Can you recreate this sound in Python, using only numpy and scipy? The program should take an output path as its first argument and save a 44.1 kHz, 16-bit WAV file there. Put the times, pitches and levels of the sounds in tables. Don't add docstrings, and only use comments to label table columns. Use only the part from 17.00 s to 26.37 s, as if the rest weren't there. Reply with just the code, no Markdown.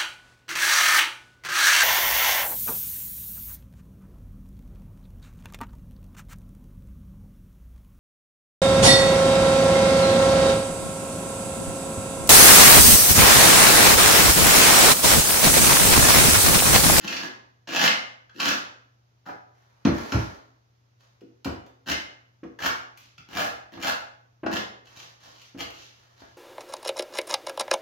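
import sys
import numpy as np
from scipy import signal
from scipy.fft import rfft, irfft, next_fast_len
from scipy.io import wavfile

SR = 44100
rng = np.random.default_rng(int(sys.argv[2]) if len(sys.argv) > 2 else 0)


def int16_out(signal):
    q = np.round(np.clip(np.atleast_2d(signal).T, -1, 1) * 32767)
    wavfile.write(sys.argv[1], SR, q.astype(np.int16))


N = 413216
TIME = np.arange(N) / SR
LIFT_S, FLEX_RELEASE_S = 0.0065, 0.06

# start_s, bear_s, ease_s, peak_grit_db, swell_db, blade_rel_db, wall_rel_db,
# fizz_rel_db, flex_rel_db, low_mode_lift_db, high_mode_hz, high_mode_lift_db
STROKES = [ (0.0, 0.13, 0.13, -35, 9.5, 2.5, -3.5, -15, -25.5, 1, 1540, -2.5),
           (0.673, 0.19, 0.0085, -17, 20.5, 1, -9.5, -15, -40, 4.5, 1481, 1),
           (1.34, 0.057, 0.0092, -44, 6, -1.5, 1, -16, -20, -7, 1530, 1),
           (1.39, 0.11, 0.039, -26.5, 7, 0.5, -9, -15, -28, 1.5, 1482, 3.5),
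           (2.255, 0.017, 0.04, -49.5, 0.5, 13, 5, -12.5, -21.5, 16.5, 1330, 4.5),
           (4.858, 0.052, 0.021, -26.5, 14.5, 3.5, -6, -14.5, -14.5, 4.5, 1620, 5),
           (5.589, 0.076, 0.013, -27.5, 17, 4.5, -5.5, -13, -14.5, 8, 1354, 4.5),
           (6.278, 0.13, 0.061, -33, 22.5, 2.5, -6, -11, -14.5, 13.5, 1324, 5.5),
           (6.718, 0.016, 0.059, -51.5, -5.5, 5.5, 6, -16, -5, 7, 1500, -6),
           (6.793, 0.1, 0.018, -30.5, 11.5, 3.5, -9, -12, -21, 9, 1456, 5),
           (7.511, 0.026, 0.065, -34, -1, 4, 2, -14, -13, 4.5, 1380, -6),
           (8.572, 0.032, 0.018, -34.5, 11.5, 1, -1.5, -12, -11.5, 13, 1340, 1.5), ]
# pitch_hz, width_hz, lift_db
STEEL_MODES = [(1030, 43, 1), (1566, 18, -4), (1680, 89, 5.5), (2108, 82, 7.5), (2850, 30, 5),
               (3000, 15, 5.5), (3045, 9.5, 3), (3060, 12, 3.5), (4160, 31, 5), (5500, 16, -0.5)]
# frequency_hz, level_db
FLEX_SPECTRUM = [(25, -26), (45, -5), (80, 4.5), (110, -1.5), (170, -17.5), (400, -53.5)]


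def amp(db):
    return 10 ** (np.asarray(db) / 20)


def unit_rms(x):
    return x / np.sqrt(np.mean(x ** 2) + 1e-20)


def curve_at(points, hz):
    point_hz, value = np.transpose(points)
    return np.interp(np.log(hz + 1), np.log(point_hz + 1), value)


def add(track, start_s, sound):
    part = track[max(round(start_s * SR), 0):][:len(sound)]
    part += sound[:len(part)]


def colour(x, spectrum, peaks=(), size=8192):
    hz = np.fft.rfftfreq(size, 1 / SR)
    peaks_db = sum(lift / (1 + (2 * (hz - centre) / width) ** 2) for centre, width, lift in peaks)
    gain = unit_rms(amp(curve_at(spectrum, hz) + peaks_db))
    cepstrum = irfft(np.log(gain))
    cepstrum[1:size // 2] *= 2
    cepstrum[size // 2 + 1:] = 0
    return signal.oaconvolve(x, irfft(np.exp(rfft(cepstrum))))[:N]


def contact(level_db, release_s, press_s=0.0086):
    tail = amp(level_db[-1]) * np.exp(-np.arange(0, 8 * release_s, 1 / SR) / release_s)
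    gain = np.concatenate([amp(level_db), tail])
    return gain * (1 - np.exp(-np.arange(len(gain)) / SR / press_s))


def grains(per_s, spread_db, judder_db, judder_hz):
    clicks = rng.standard_normal(N) * (rng.random(N) < per_s / SR)
    sizes_db = spread_db * np.minimum(rng.exponential(1, N), 4)
    lowpass = signal.butter(2, judder_hz, fs=SR, output="sos")
    slips = unit_rms(signal.sosfilt(lowpass, rng.standard_normal(N)))
    return unit_rms(clicks * amp(sizes_db + judder_db * slips))


def burst(decay_s, rise_s=0.0025, size=8192):
    t = np.arange(size) / SR
    return rng.standard_normal(size) * (1 - np.exp(-t / rise_s)) * np.exp(-t / decay_s)


def room_tone(air_db=-70.5, hum_hz=119.5, hum_db=-64.5):
    # frequency_hz, level_db
    air_spectrum = [(25, -20.5), (50, -4.5), (100, 1), (170, -10), (300, -13), (700, -17), (1600, -22.5),
                    (3000, -24.5), (6500, -26.5), (8300, -50.5), (13000, -37), (15500, -47)]
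    air = np.array([colour(rng.standard_normal(N), air_spectrum) for _ in range(2)])
    hum = np.sqrt(2) * np.sin(2 * np.pi * hum_hz * TIME)
    return amp(air_db) * air + amp(hum_db) * hum


def room_response(direct_db=-4, early_db=-5, early_t60_s=0.06, build_up_s=0.0067):
    # frequency_hz, t60_s
    decay_times = [(60, 0.35), (160, 0.35), (420, 0.61), (1100, .55), (2900, 0.48), (7000, 0.41),
                   (14000, 0.28)]
    t = np.arange(SR) / SR
    hz, frame_s, noise = signal.stft(rng.standard_normal((2, SR)), SR, nperseg=256)
    fade = amp(-60 * frame_s / curve_at(decay_times, hz)[:, None])
    tail = signal.istft(noise * fade, SR, nperseg=256)[1][:, :SR]
    tail *= 1 - np.exp(-t / build_up_s)
    echoes = rng.choice([-1, 1], (2, SR)) * (rng.random((2, SR)) < 2500 / SR)
    early = echoes * amp(-60 * t / early_t60_s)
    paths = tail / np.linalg.norm(tail[0]) + amp(early_db) * early / np.linalg.norm(early[0])
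    paths[0, 0] += amp(direct_db)
    return paths / np.linalg.norm(paths, axis=1, keepdims=True)


def room(x, places=3, travel_hz=2.3):
    mid_side = np.zeros((2, N))
    for place in range(places):
        share = np.sqrt(2 / places) * abs(np.cos(np.pi * (travel_hz * TIME + place / places)))
        mid_side += signal.fftconvolve((x * share)[None], room_response(), axes=1)[:, :N]
    return mid_side


def rustle(trim_db=-1, sag_db=4):
    # start_s, length_s, cloth_db, rub_rel_db
    movements = [(2.537, 0.53, -75.5, 3.5), (2.932, 0.23, -49.5, 4), (3.09, 0.15, -51, 0),
                 (3.986, 0.032, -63.5, -4.5), (5.962, 0.074, -56.5, -37), (7.846, 0.083, -55.5, -5),
                 (7.956, 0.024, -43.5, -13), (8.201, 0.11, -54.5, -6.5), (8.342, 0.11, -57.5, -40),
                 (8.73, 0.11, -49, -32), (8.96, 0.23, -70.5, 1.5), (9.163, 0.16, -62.5, -9)]
    # frequency_hz, level_db
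    cloth_spectrum = [(100, -3), (300, -2.5), (700, -5.5), (1500, -4.5), (3000, 1.5), (6500, -2.5),
                      (8300, -23.5), (13000, -19), (16000, -23.5)]
    # frequency_hz, level_db
    rub_spectrum = [(200, -13.5), (600, -3), (1100, -3), (1600, -4), (2300, -4.5), (5000, -33)]
    cloth, rub = np.zeros((2, N))
    for start_s, length_s, cloth_db, rub_rel_db in movements:
        slowing_db = np.linspace(0, sag_db, round(length_s * SR))
        motion = contact(cloth_db + trim_db - slowing_db, release_s=0.073, press_s=0.014)
        add(cloth, start_s, motion)
        add(rub, start_s, amp(rub_rel_db) * motion)
    crinkle = grains(per_s=3600, spread_db=3, judder_db=1.5, judder_hz=51.36)
    return colour(cloth * crinkle, cloth_spectrum) + colour(rub * crinkle, rub_spectrum)


def knocks(ring_db=-6, push_db=-1, reach_octaves=0.97, rise_s=0.0066):
    # start_s, level_db, pitch_hz, clatter_rel_db, clatter_decay_s, flex_rel_db
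    blows = [ (2.29, -42, 720, 6, 0.012, -28), (2.852, -12, 235, -13.5, 0.048, -14),
             (3.123, -28.5, 267, -1.5, 0.041, -10.5), (3.145, -17.5, 113.4, -17, 0.026, -13),
             (4.217, -41, 388, -18, 0.0061, -37), (4.456, -26, 269, -7, 0.037, -11),
             (5.431, -33.5, 310, -9, 0.018, -23.5), (6.186, -54.5, 150, -17, .008, -13),
             (6.773, -38, 325, -1.5, .012, -9), (7.432, -29, 342, -4, 0.018, -21),
             (7.463, -25.5, 341, 4, 0.0078, -40), (8.546, -40, 267, -10, 0.018, -9),
             (9.217, -55.5, 280, 17, .004, -1), ]
    # pitch_hz, level_db, t60_s
    wood_modes = [(83.1, -9.5, 0.4), (111.2, -7.5, 0.063), (154, -6, 0.25), (182.8, -0.5, 0.24),
                  (226, 3, 0.15), (267.1, 1, 0.21), (326, -1.5, 0.27), (378, -2.5, 0.16), (481, -4, 0.19),
                  (673, -6.5, .07)]
    # frequency_hz, level_db
    clatter_spectrum = [(25, -46), (50, -22), (90, -9), (180, -12.5), (300, 6), (700, 0.5), (1400, -5.5),
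                        (2500, -13), (6000, -51.5)]
    t = np.arange(SR // 2) / SR
    mode_hz, mode_db, t60_s = np.transpose(wood_modes)[:, :, None]
    envelopes = amp(mode_db - 60 * t / t60_s) * (1 - np.exp(-t / rise_s))
    modes = envelopes * np.sin(2 * np.pi * mode_hz * t)
    thud, clatter, flex = np.zeros((3, N))
    for start_s, level_db, pitch_hz, clatter_rel_db, clatter_decay_s, flex_rel_db in blows:
        reach = 1 / (1 + (np.log2(mode_hz / pitch_hz) / reach_octaves) ** 4)
        ring = amp(ring_db) * (reach * modes).sum(0)
        cycles = pitch_hz * t
        push = amp(push_db) * cycles * np.exp(1 - cycles) * np.sin(2 * np.pi * cycles)
        add(thud, start_s, amp(level_db) * (push + ring))
        add(clatter, start_s, amp(level_db + clatter_rel_db) * burst(clatter_decay_s))
        add(flex, start_s, amp(level_db + flex_rel_db) * burst(FLEX_RELEASE_S))
    return thud + colour(clatter, clatter_spectrum) + colour(flex, FLEX_SPECTRUM)


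def blade_ring(pitch_hz=2960, width_hz=140, decay_s=0.054):
    # start_s, level_db
    releases = [(0.879, -37), (4.445, -52), (4.919, -41.5), (8.604, -53)]
    drive = np.zeros(N)
    for start_s, level_db in releases:
        add(drive, start_s, amp(level_db) * burst(decay_s, size=SR // 2))
    b, a = signal.iirpeak(pitch_hz, pitch_hz / width_hz, fs=SR)
    make_up_gain = np.sqrt(SR / width_hz / 2)
    return make_up_gain * signal.lfilter(b, a, signal.lfilter(b, a, drive))


def blade_rasp(drive, low_db, high_hz, high_db, low_hz=740, width_hz=280, reference_hz=1600):
    # frequency_hz, level_db
    blade_spectrum = [(200, -24), (450, 3), (700, -1.5), (1100, 0), (1600, 6), (2100, 6), (3000, -11.5),
                      (6000, -39)]
    shifted = np.array(blade_spectrum) * [high_hz / reference_hz, 1]
    bending_modes = [(low_hz, width_hz, low_db), (high_hz, width_hz, high_db)]
    return colour(drive, shifted, list(STEEL_MODES) + bending_modes)


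def blade_bending(drive):
    loaded, free = np.zeros(N), drive.copy()
    for start_s, bear_s, ease_s, *_, low_db, high_hz, high_db in STROKES:
        end_s = start_s + bear_s + ease_s + 2 * LIFT_S
        span = slice(round(start_s * SR), round(end_s * SR))
        add(loaded, start_s, blade_rasp(drive[span], low_db, high_hz, high_db))
        free[span] = 0
    return loaded + blade_rasp(free, low_db=2, high_hz=1420, high_db=4)


def hand_pressure(bear_s, ease_s, swell_db, ease_db=9):
    t = np.arange(0, bear_s + ease_s, 1 / SR)
    bearing = np.maximum(1 - t / bear_s, 0) ** 1.21
    easing = np.maximum(t - bear_s, 0) / ease_s
    return -swell_db * bearing - ease_db * easing


def trowel_scrape(stroke_trim_db=-2, snag_trim_db=3, wall_follow=0.61, fizz_follow=1.2, flex_follow=0.7):
    # start_s, grit_db, blade_rel_db, fizz_rel_db
    snags = [ (0.076, -17.5, -25, -19.5), (0.124, -22, -19, -34), (0.165, -21, -15.5, -42),
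             (0.6728, -31, 1.5, -36), (0.8753, -8, -19.5, -30.5), (1.2942, -50, 7, -41),
             (1.4, -15.5, -8.5, -18), (2.8496, -20.5, -0.5, -35), (3.1199, -20.5, 1, -20),
             (4.2072, -55, -2, -13.5), (4.4456, -25.5, -2.5, -13), (4.6624, -50, 3.5, -10.5),
             (4.9132, -17, -18, -30), (5.4351, -50.5, 3, -23), (5.588, -36, 7, -14),
             (5.6227, -29, -11, -24), (5.6475, -28, 4, -22), (5.66, -18, 2, -12), (5.973, -43, -4.5, -4.5),
             (6.1791, -39, -2, -20), (6.3683, -23.5, 2, -14), (6.3914, -26.5, 8.5, -8),
             (6.4445, -33, 1, -5), (6.825, -24.5, -6, -12), (6.87, -21, 3, -11), (7.4618, -30, 9, -29),
             (7.5664, -20.5, -26, -32), (7.868, -45, -4, -26), (8.4157, -41.5, -13, -13),
             (8.604, -25, -3.5, -15), (8.7026, -37.5, -3.5, -12), (9.219, -50.5, 8.5, -28), ]
    # frequency_hz, level_db
    grit_spectrum = [(500, -29.5), (1600, 1), (2600, 6.5), (4000, 0.5), (5500, -1.5), (6700, -7),
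                     (7500, -20), (8400, -24), (16000, -38.5)]
    # frequency_hz, level_db
    wall_spectrum = [(25, -39.5), (50, -26.5), (90, -24), (130, -8.5), (180, 6.5), (320, 8), (480, 5.5),
                     (700, -21), (2000, -51.5)]
    # frequency_hz, level_db
    fizz_spectrum = [(3000, -46), (7000, 4.5), (8500, -2.5), (10500, 3), (13000, 6), (15500, 3.5)]
    drives = np.zeros((5, N))
    grit_drive, blade_drive, wall_drive, fizz_drive, flex_drive = drives
    for start_s, bear_s, ease_s, peak_db, swell_db, blade_rel, wall_rel, fizz_rel, flex_rel, *_ in STROKES:
        level_db = peak_db + stroke_trim_db
        force_db = hand_pressure(bear_s, ease_s, swell_db)
        freeing_db = np.linspace(-0.25, 0.25, len(force_db))
        add(grit_drive, start_s, contact(level_db + force_db, LIFT_S))
        add(blade_drive, start_s, contact(level_db + blade_rel + force_db + freeing_db, LIFT_S))
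        add(wall_drive, start_s, contact(level_db + wall_rel + wall_follow * force_db, LIFT_S))
        add(fizz_drive, start_s, contact(level_db + fizz_rel + fizz_follow * force_db, LIFT_S))
        add(flex_drive, start_s, contact(level_db + flex_rel + flex_follow * force_db, FLEX_RELEASE_S))
    grit, blade, wall, fizz, flex = drives * grains(per_s=6500, spread_db=3, judder_db=5, judder_hz=170)
    coarse = grains(per_s=440, spread_db=1.5, judder_db=1.5, judder_hz=60)
    grit += amp(-10) * grit_drive * coarse
    fizz += amp(-6) * fizz_drive * coarse
    for start_s, grit_db, blade_rel, fizz_rel in snags:
        crunch = amp(grit_db + snag_trim_db) * burst(decay_s=0.004)
        add(grit, start_s, crunch)
        add(blade, start_s, amp(blade_rel) * crunch)
        add(fizz, start_s, amp(fizz_rel) * crunch)
    from_tool = colour(grit, grit_spectrum, STEEL_MODES) + blade_bending(blade) + colour(fizz, fizz_spectrum)
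    return from_tool + colour(wall, wall_spectrum) + colour(flex, FLEX_SPECTRUM)


def scene(thud_direct_db=-5, thud_room_db=-2):
    # frequency_hz, side_minus_mid_db
    stereo_width = [(60, -13), (150, -14), (300, -2.5), (600, 2), (1300, 5), (2600, -0.5), (6000, 0.5),
                    (14000, 1)]
    # frequency_hz, left_minus_right_db
    balance = [(100, -2.5), (400, 0), (1400, -0.63), (2800, 0.5), (5500, -4), (9500, 6), (14000, -3)]
    thuds = knocks()
    work = trowel_scrape() + blade_ring() + rustle() + amp(thud_room_db) * thuds
    mid_side = room(work) + room_tone()
    mid_side[0] += amp(thud_direct_db) * thuds
    size = next_fast_len(N + SR, True)
    hz = np.fft.rfftfreq(size, 1 / SR)
    mid, side = rfft(mid_side, size)
    side *= amp(curve_at(stereo_width, hz))
    lean = amp(curve_at(balance, hz) / 2)
    left, right = (mid + side) * lean, (mid - side) / lean
    return irfft(np.array([left, right]), size)[:, :N]


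def record(dry, low_cut_hz=56, high_cut_hz=15900):
    highpass = signal.butter(3, low_cut_hz, "highpass", fs=SR, output="sos")
    lowpass = signal.firwin(511, high_cut_hz, window=("kaiser", 9), fs=SR)
    return signal.oaconvolve(signal.sosfilt(highpass, dry), lowpass[None], "same", axes=1)


dry = scene()
out = record(dry)
int16_out(out)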